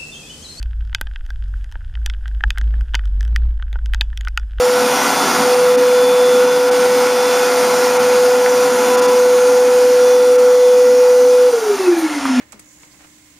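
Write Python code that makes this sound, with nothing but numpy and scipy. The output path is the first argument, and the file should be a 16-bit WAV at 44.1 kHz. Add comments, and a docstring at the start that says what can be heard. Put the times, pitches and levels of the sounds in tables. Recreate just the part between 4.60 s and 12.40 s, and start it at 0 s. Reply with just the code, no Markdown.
"""A vacuum cleaner's strong fan tone over rushing air, close to a hand-held microphone in a bare room.
Weak overtones flutter above it; air drones in the canister, rushes in the hose and hisses at the nozzle.
The suction eases as the nozzle comes to rest, and two taps and a rub sound close by. Switched off, the
motor coasts down, its falling tone swelling and fading through the plastered room's standing waves.
A limiter lifts the air noise whenever the tone is weak."""
import sys
import numpy as np
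from scipy import signal
from scipy.fft import rfft, irfft, next_fast_len
from scipy.io import wavfile
from scipy.ndimage import uniform_filter1d, map_coordinates

SR = 44100
rng = np.random.default_rng(int(sys.argv[2]) if len(sys.argv) > 2 else 0)


def int16_out(signal):
    """Quantize to a 16-bit WAV file."""
    q = np.round(np.clip(np.atleast_2d(signal).T, -1, 1) * 32767)
    wavfile.write(sys.argv[1], SR, q.astype(np.int16))


N = 343980
T = np.arange(N) / SR

# hard taps near the microphone: start_s, level_db, pitch_hz, swell_s, echo_relative_db
TAPS = [(3.862, 3, 1700, .00022, -21), (7.6545, -1.5, 1230, .0006, -17)]
# spectra of the low rumble, hose rush, floor suction, nozzle hiss and fan rasp: frequency_hz, relative_db
RUMBLE_SPECTRUM = [(20, -17), (40, -20), (70, -5), (110, 3.5), (200, 2.5), (500, -24)]
HOSE_SPECTRUM = [(350, -31.5), (520, -3.5), (620, -5), (725, -2), (790, 0.5), (880, -2.5), (1010, -1),
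                 (1130, -4), (1270, -2.5), (1400, -0.5), (1480, -4.5), (1570, -9.5), (1900, -36),
                 (3000, -65)]
SUCTION_SPECTRUM = [(900, -47), (1550, -7.5), (1750, -3.5), (1920, -3), (2200, -2.5), (2500, -5),
                    (2900, -7.5), (3400, -7.5), (4300, -15), (7000, -44)]
NOZZLE_SPECTRUM = [(2000, -36), (3300, -14), (4100, -3.5), (5200, -0.5), (6200, -2), (7100, 0), (9200, -3),
                   (10300, -5.5), (11600, -9), (13500, -12.5), (15200, -14)]
RASP_SPECTRUM = [(1200, -18), (1700, 7), (2200, -5), (2650, -9), (3300, -22)]
# whistles at the nozzle's lip: centre_s, half_length_s, pitch_hz, level_db
WHISTLES = [(2.2, 1.0, 5080, -34), (4.0, 0.38, 5950, -33), (4.8, 0.43, 6500, -31), (5.5, .3, 5750, -31),
            (6.35, .2, 5550, -32), (6.7, .3, 5870, -32), (7.7, .2, 5380, -39)]
# resonances of the canister, and of the hose and wand: pitch_hz, width_hz, relative_db
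CANISTER_MODES = [(117, 18, -17), (170, 16, -7.5), (202, 24, -7), (240.3, 19.5, 2.5), (278.4, 13.2, 4.5),
                  (316, 8.8, -5), (356, 20, -1.5), (406, 26, -4), (469, 19, -2)]
PIPE_MODES = [(735, 31, -4.5), (773, 9.8, -1), (867, 26, -2.5), (952, 78, -11), (1403, 35, -2),
              (1668, 31, -2), (2020, 50, -27), (2740, 50, -3), (4596, 43, -3), (5670, 180, -14),
              (6070, 100, -2)]
# canister drone, shaft tone, its octave and blade tone at the moving microphone: time_s, relative_db
DRONE_CURVE = [(0, -2), (1.3, 0), (2.7, -0.5), (3.4, -1), (4.25, 3), (4.8, 1.5), (6.5, 0), (7.8, -2)]
SHAFT_CURVE = [(0, -5.5), (.3, -14), (.42, -26), (.6, -22), (.68, -32), (.78, -21), (.87, -10), (1.14, -4),
               (1.8, -4.5), (2.76, -11), (3.3, -10.5), (3.66, -5), (4.26, -10), (4.62, -4), (5.46, -1.8),
               (6.0, 1), (6.88, 1)]
OCTAVE_CURVE = [(0, -35), (1.7, -33.5), (2.15, -35), (3.5, -36), (4.2, -27.5), (4.5, -23.5), (4.75, -30.5),
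                (5.6, -37), (6.88, -37)]
BLADE_CURVE = [(0, -43), (.48, -46), (.63, -33.5), (.8, -46), (1.17, -35.5), (1.5, -33), (1.95, -33),
               (2.28, -44.5), (2.7, -37), (3.1, -47), (4.38, -40.5), (5.3, -48), (5.52, -36), (5.82, -43),
               (6.06, -37), (6.36, -48), (6.88, -40)]
# weak fan overtones, one row for each of OVERTONE_ORDERS: full_suction_db, eased_change_db
OVERTONE_LEVELS = [(-29.5, -4), (-37.5, 1.5), (-36, -1), (-44, 0), (-48, 0)]
# the room's standing waves, crossed by the falling tone: pitch_hz, level_db
ROOM_MODES = [(473.9, 0), (458, -6.5), (439.0, -8), (423.7, -6), (412.5, -1.7), (399.6, -7), (379.3, -8),
              (367.3, -11.5), (355.5, -0.8), (344.4, -4.5), (331, -7.5), (318.4, -11), (313.5, -14),
              (300, -15.5), (288, -14.5), (276.9, -20), (269.5, -14.7), (261.3, -12), (254, -14.5),
              (246.7, -8.9)]
# resonances in which the falling overtones flare: pitch_hz, half_width_hz, level_db
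FLARES = [(1160, 130, -27), (2120, 260, -30), (2640, 160, -31), (3250, 300, -38)]
# brief dips in the treble: centre_s, depth_db
TREBLE_DIPS = [(1.168, 16), (2.105, 16), (3.385, 10), (4.367, 14), (4.409, 14), (4.473, 10), (5.775, 15)]
# the recorder's treble notches: centre_hz, width_hz
NOTCHES = [(7890, 1520), (10980, 570)]

RUN_HZ, BLADES, OVERTONE_ORDERS = 496.8, 7, (3, 4, 5, 6, 14)
OFF_S, DRAG_S, FRICTION_HZ_PER_S = 6.89, 1.18, 39  # drag alone halves the speed in DRAG_S
EASE_FROM_S, EASE_TO_S = 2.26, 6.5
# air layers: full_suction_db, eased_change_db, loss_db_per_octave of slowing
RUMBLE_FLOW, DRONE_FLOW = (-45, -2.5, .5), (-23, -1.5, 8)
HOSE_FLOW, SUCTION_FLOW, NOZZLE_FLOW = (-16.5, -1.7, 7.8), (-23, -3, 3.2), (-19.5, -.69, 9.5)
BASS_FLOW, EDGE_FLOW = (2.5, -11.5, 3), (-.5, 1.8, 1)  # relative to the drone and to the hiss


def amp(db):
    """Decibels to gain."""
    return 10 ** (np.asarray(db) / 20)


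def unit(x):
    """Scale to rms 1."""
    return x / np.sqrt(np.mean(x ** 2) + 1e-20)


def fader(curve, trim_db=0):
    """Gain per sample along a level curve."""
    return amp(np.interp(T, *np.transpose(curve)) + trim_db)


def bell(x, centre, half_width, db):
    """A bell-shaped gain along x with its top at db."""
    return amp(db) * np.exp(-((x - centre) / half_width) ** 2)


def wobble(rate):
    """A smooth random curve, rate knots a second."""
    return map_coordinates(rng.standard_normal(int(N * rate / SR) + 4), [T * rate], mode="nearest")


def resonance(f, hz, width):
    """Complex response of one mode, 1 at its centre."""
    return 1j * f * width / (hz * hz - f * f + 1j * f * width)


def filtered(x, response):
    """Pass x through a complex frequency response."""
    size = next_fast_len(N + SR // 2)
    return irfft(rfft(x, size) * response(np.fft.rfftfreq(size, 1 / SR)), size)[:N]


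def rush(spectrum, patchy_db):
    """Turbulent noise of rms 1: a spectrum with drifting patches of gain."""
    bins = signal.stft(rng.standard_normal(N), nperseg=1024)[2]
    patches = uniform_filter1d(rng.standard_normal(bins.shape), size=6, axis=0)
    patches = uniform_filter1d(patches, size=16, axis=1)
    noise = signal.istft(bins * amp(patchy_db * unit(patches)), nperseg=1024)[1][:N]
    hz, db = np.transpose(spectrum)
    return unit(filtered(noise, lambda f: amp(np.interp(np.log(f + 1), np.log(hz), db))))


def partial(phase, scatter, rate):
    """A tone of rms 1: a steady part plus reflections that flutter at the given rate."""
    field = 1 + scatter * (wobble(rate) + 1j * wobble(rate))
    return unit(np.real(field * np.exp(1j * phase)))


def shaft_speed():
    """Turns per second: steady under power, then braked by air drag and friction."""
    coasted_s = np.maximum(T - OFF_S, 0)
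    return RUN_HZ / (1 + coasted_s / DRAG_S) - FRICTION_HZ_PER_S * coasted_s


def flow(full_db, eased_db, loss_db):
    """Gain of a layer that follows the easing suction and the speed of the fan."""
    eased = np.clip((T - EASE_FROM_S) / (EASE_TO_S - EASE_FROM_S), 0, 1)
    return amp(full_db + eased_db * eased - loss_db * np.log2(RUN_HZ / shaft_speed()))


def room(x, t60, wet_db):
    """The direct sound plus the decaying answer of bare walls."""
    t = np.arange(SR // 2) / SR
    tail = rng.standard_normal(len(t)) * amp(-60 * t / t60) * (t > .003)
    echo = signal.fftconvolve(x, tail / np.linalg.norm(tail))[:N]
    wet = amp(wet_db)
    return (x + wet * echo) / np.sqrt(1 + wet ** 2)


def handling():
    """A short brushing rub and two hard, ringing taps near the microphone; the room answers the taps."""
    rub = rush([(5000, -25), (9500, 0), (13000, -7), (15000, -18)], patchy_db=1)
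    out = bell(T, centre=7.4, half_width=.03, db=-27) * rub
    for start_s, db, hz, swell_s, echo_db in TAPS:
        t = np.maximum(T - start_s, 0)
        ring = t / swell_s * np.exp(1 - t / swell_s) * np.sin(2 * np.pi * hz * t)
        tap = filtered(ring, lambda f: resonance(f, hz, 2 * hz))
        echo = amp(echo_db - 60 * t / .12) * rush([(500, -30), (hz, 0), (5000, -35)], patchy_db=1)
        out += amp(db) * (T > start_s) * (tap + echo)
    return out


def whistles(width_hz=150):
    """Air at the nozzle's lip rings in a narrow band that shifts as the nozzle is moved."""
    band = lambda hz: unit(filtered(rng.standard_normal(N), lambda f: resonance(f, hz, width_hz) ** 2))
    return sum(bell(T, centre_s, half_s, db) * band(hz) for centre_s, half_s, hz, db in WHISTLES)


def canister():
    """Air drones in the canister's cavity; its lowest modes fade as the suction eases."""
    air = rush([(50, -14), (150, -.5), (430, -1), (800, -7)], patchy_db=1)
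    cavity = lambda f: sum((-1) ** k * amp(db) * resonance(f, hz, width)
                           for k, (hz, width, db) in enumerate(CANISTER_MODES))
    drone = unit(filtered(air, cavity))
    bass = filtered(drone, lambda f: 1 / (1 + (f / 205) ** 12))
    return fader(DRONE_CURVE) * flow(*DRONE_FLOW) * (drone + (flow(*BASS_FLOW) - 1) * bass)


def piped_air(spectrum, patchy_db, t60, wet_db):
    """Turbulence coloured by the resonances of hose and wand, then by the room; rms 1."""
    pipe = lambda f: 1 + sum(amp(db) * resonance(f, hz, width) for hz, width, db in PIPE_MODES)
    air = filtered(rush(spectrum, patchy_db), pipe)
    return unit(room(air, t60, wet_db))


def airflow():
    """Air rushes in the hose, sucks at the floor and hisses at the nozzle, over a faint rumble."""
    hose = flow(*HOSE_FLOW) * piped_air(HOSE_SPECTRUM, patchy_db=.7, t60=.35, wet_db=-9)
    suction = flow(*SUCTION_FLOW) * piped_air(SUCTION_SPECTRUM, patchy_db=1, t60=.3, wet_db=-11)
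    jet = piped_air(NOZZLE_SPECTRUM, patchy_db=1.3, t60=.2, wet_db=-13)
    fine_hiss = filtered(jet, lambda f: np.clip((f - 9500) / 3500, 0, 1))
    fine_loss = 1 - amp(-17 * np.maximum(T - OFF_S, 0) ** 2)  # a slower jet loses its finest hiss first
    bright_edge = filtered(jet, lambda f: bell(f, centre=6700, half_width=900, db=0))
    hiss = jet - fine_loss * fine_hiss + (flow(*EDGE_FLOW) - 1) * bright_edge
    rumble = flow(*RUMBLE_FLOW) * rush(RUMBLE_SPECTRUM, patchy_db=3)
    return hose + suction + flow(*NOZZLE_FLOW) * hiss + rumble


def coasting_fan(phase, speed):
    """Power off: the tone swells at each standing wave, the walls smear its overtones, the fan rasps."""
    standing_waves = sum(bell(speed, hz, .014 * hz, db) for hz, db in ROOM_MODES)
    tone = standing_waves * partial(phase, scatter=.12, rate=60)
    flare = lambda hz: sum(bell(hz, *row) for row in FLARES)
    whine = sum(flare(k * speed) * partial(k * phase, scatter=.6, rate=50) for k in (3, BLADES))
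    rasp = bell(speed, centre=330, half_width=71, db=-30) * rush(RASP_SPECTRUM, patchy_db=3)
    return tone + room(whine, t60=.32, wet_db=3) + rasp


def running_fan(phase):
    """Under power: the shaft tone and its overtones, swelling as the microphone moves."""
    out = fader(SHAFT_CURVE) * partial(phase, scatter=.04, rate=24)
    out += fader(OCTAVE_CURVE, trim_db=4.5) * partial(2 * phase, scatter=.17, rate=12)
    out += fader(BLADE_CURVE, trim_db=6.5) * partial(BLADES * phase, scatter=.24, rate=14)
    for order, (db, eased_db) in zip(OVERTONE_ORDERS, OVERTONE_LEVELS):
        out += flow(db, eased_db, loss_db=0) * partial(order * phase, scatter=.5, rate=12)
    return out


def motor():
    """One rotation drives all the fan's tones; running gives way to coasting at switch-off."""
    speed = shaft_speed()
    phase = 2 * np.pi * np.cumsum(speed) / SR + .14 * wobble(2.48)
    off = np.clip((T - OFF_S) / .029, 0, 1)
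    return (1 - off) * running_fan(phase) + off * coasting_fan(phase, speed)


def scene():
    """The cleaner at close range, the same in both channels; the treble dips now and then."""
    sound = motor() + canister() + airflow() + whistles() + handling()
    treble = filtered(sound, lambda f: 1 - 1 / (1 + (f / 3000) ** 4))
    dip_db = sum(depth_db * bell(T, centre_s, half_width=.007, db=0) for centre_s, depth_db in TREBLE_DIPS)
    sound -= (1 - amp(-dip_db)) * treble
    return np.array([sound, sound])


def limiter(x, start_db=-6, ceiling_db=-3, attack_s=.002, release_db_per_s=12.5):
    """The gain ducks quickly under every peak above the ceiling and creeps back up."""
    needed_db = np.minimum(ceiling_db - 20 * np.log10(np.abs(x) + 1e-9), 0)
    recovery_db = release_db_per_s * T
    gain_db = np.minimum.accumulate(np.minimum(needed_db - recovery_db, start_db)) + recovery_db
    pole = np.exp(-1 / (attack_s * SR))
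    return x * amp(start_db + signal.lfilter([1 - pole], [1, -pole], gain_db - start_db))


def record(dry):
    """The hand-held recorder limits the level, cuts two treble notches and drops the very top."""
    top_hz = 15330
    notches = lambda f: np.prod([np.abs(1 - resonance(f, hz, width)) for hz, width in NOTCHES], axis=0)
    return np.array([filtered(limiter(channel), lambda f: notches(f) * (f < top_hz)) for channel in dry])


dry = scene()
out = record(dry)
int16_out(out)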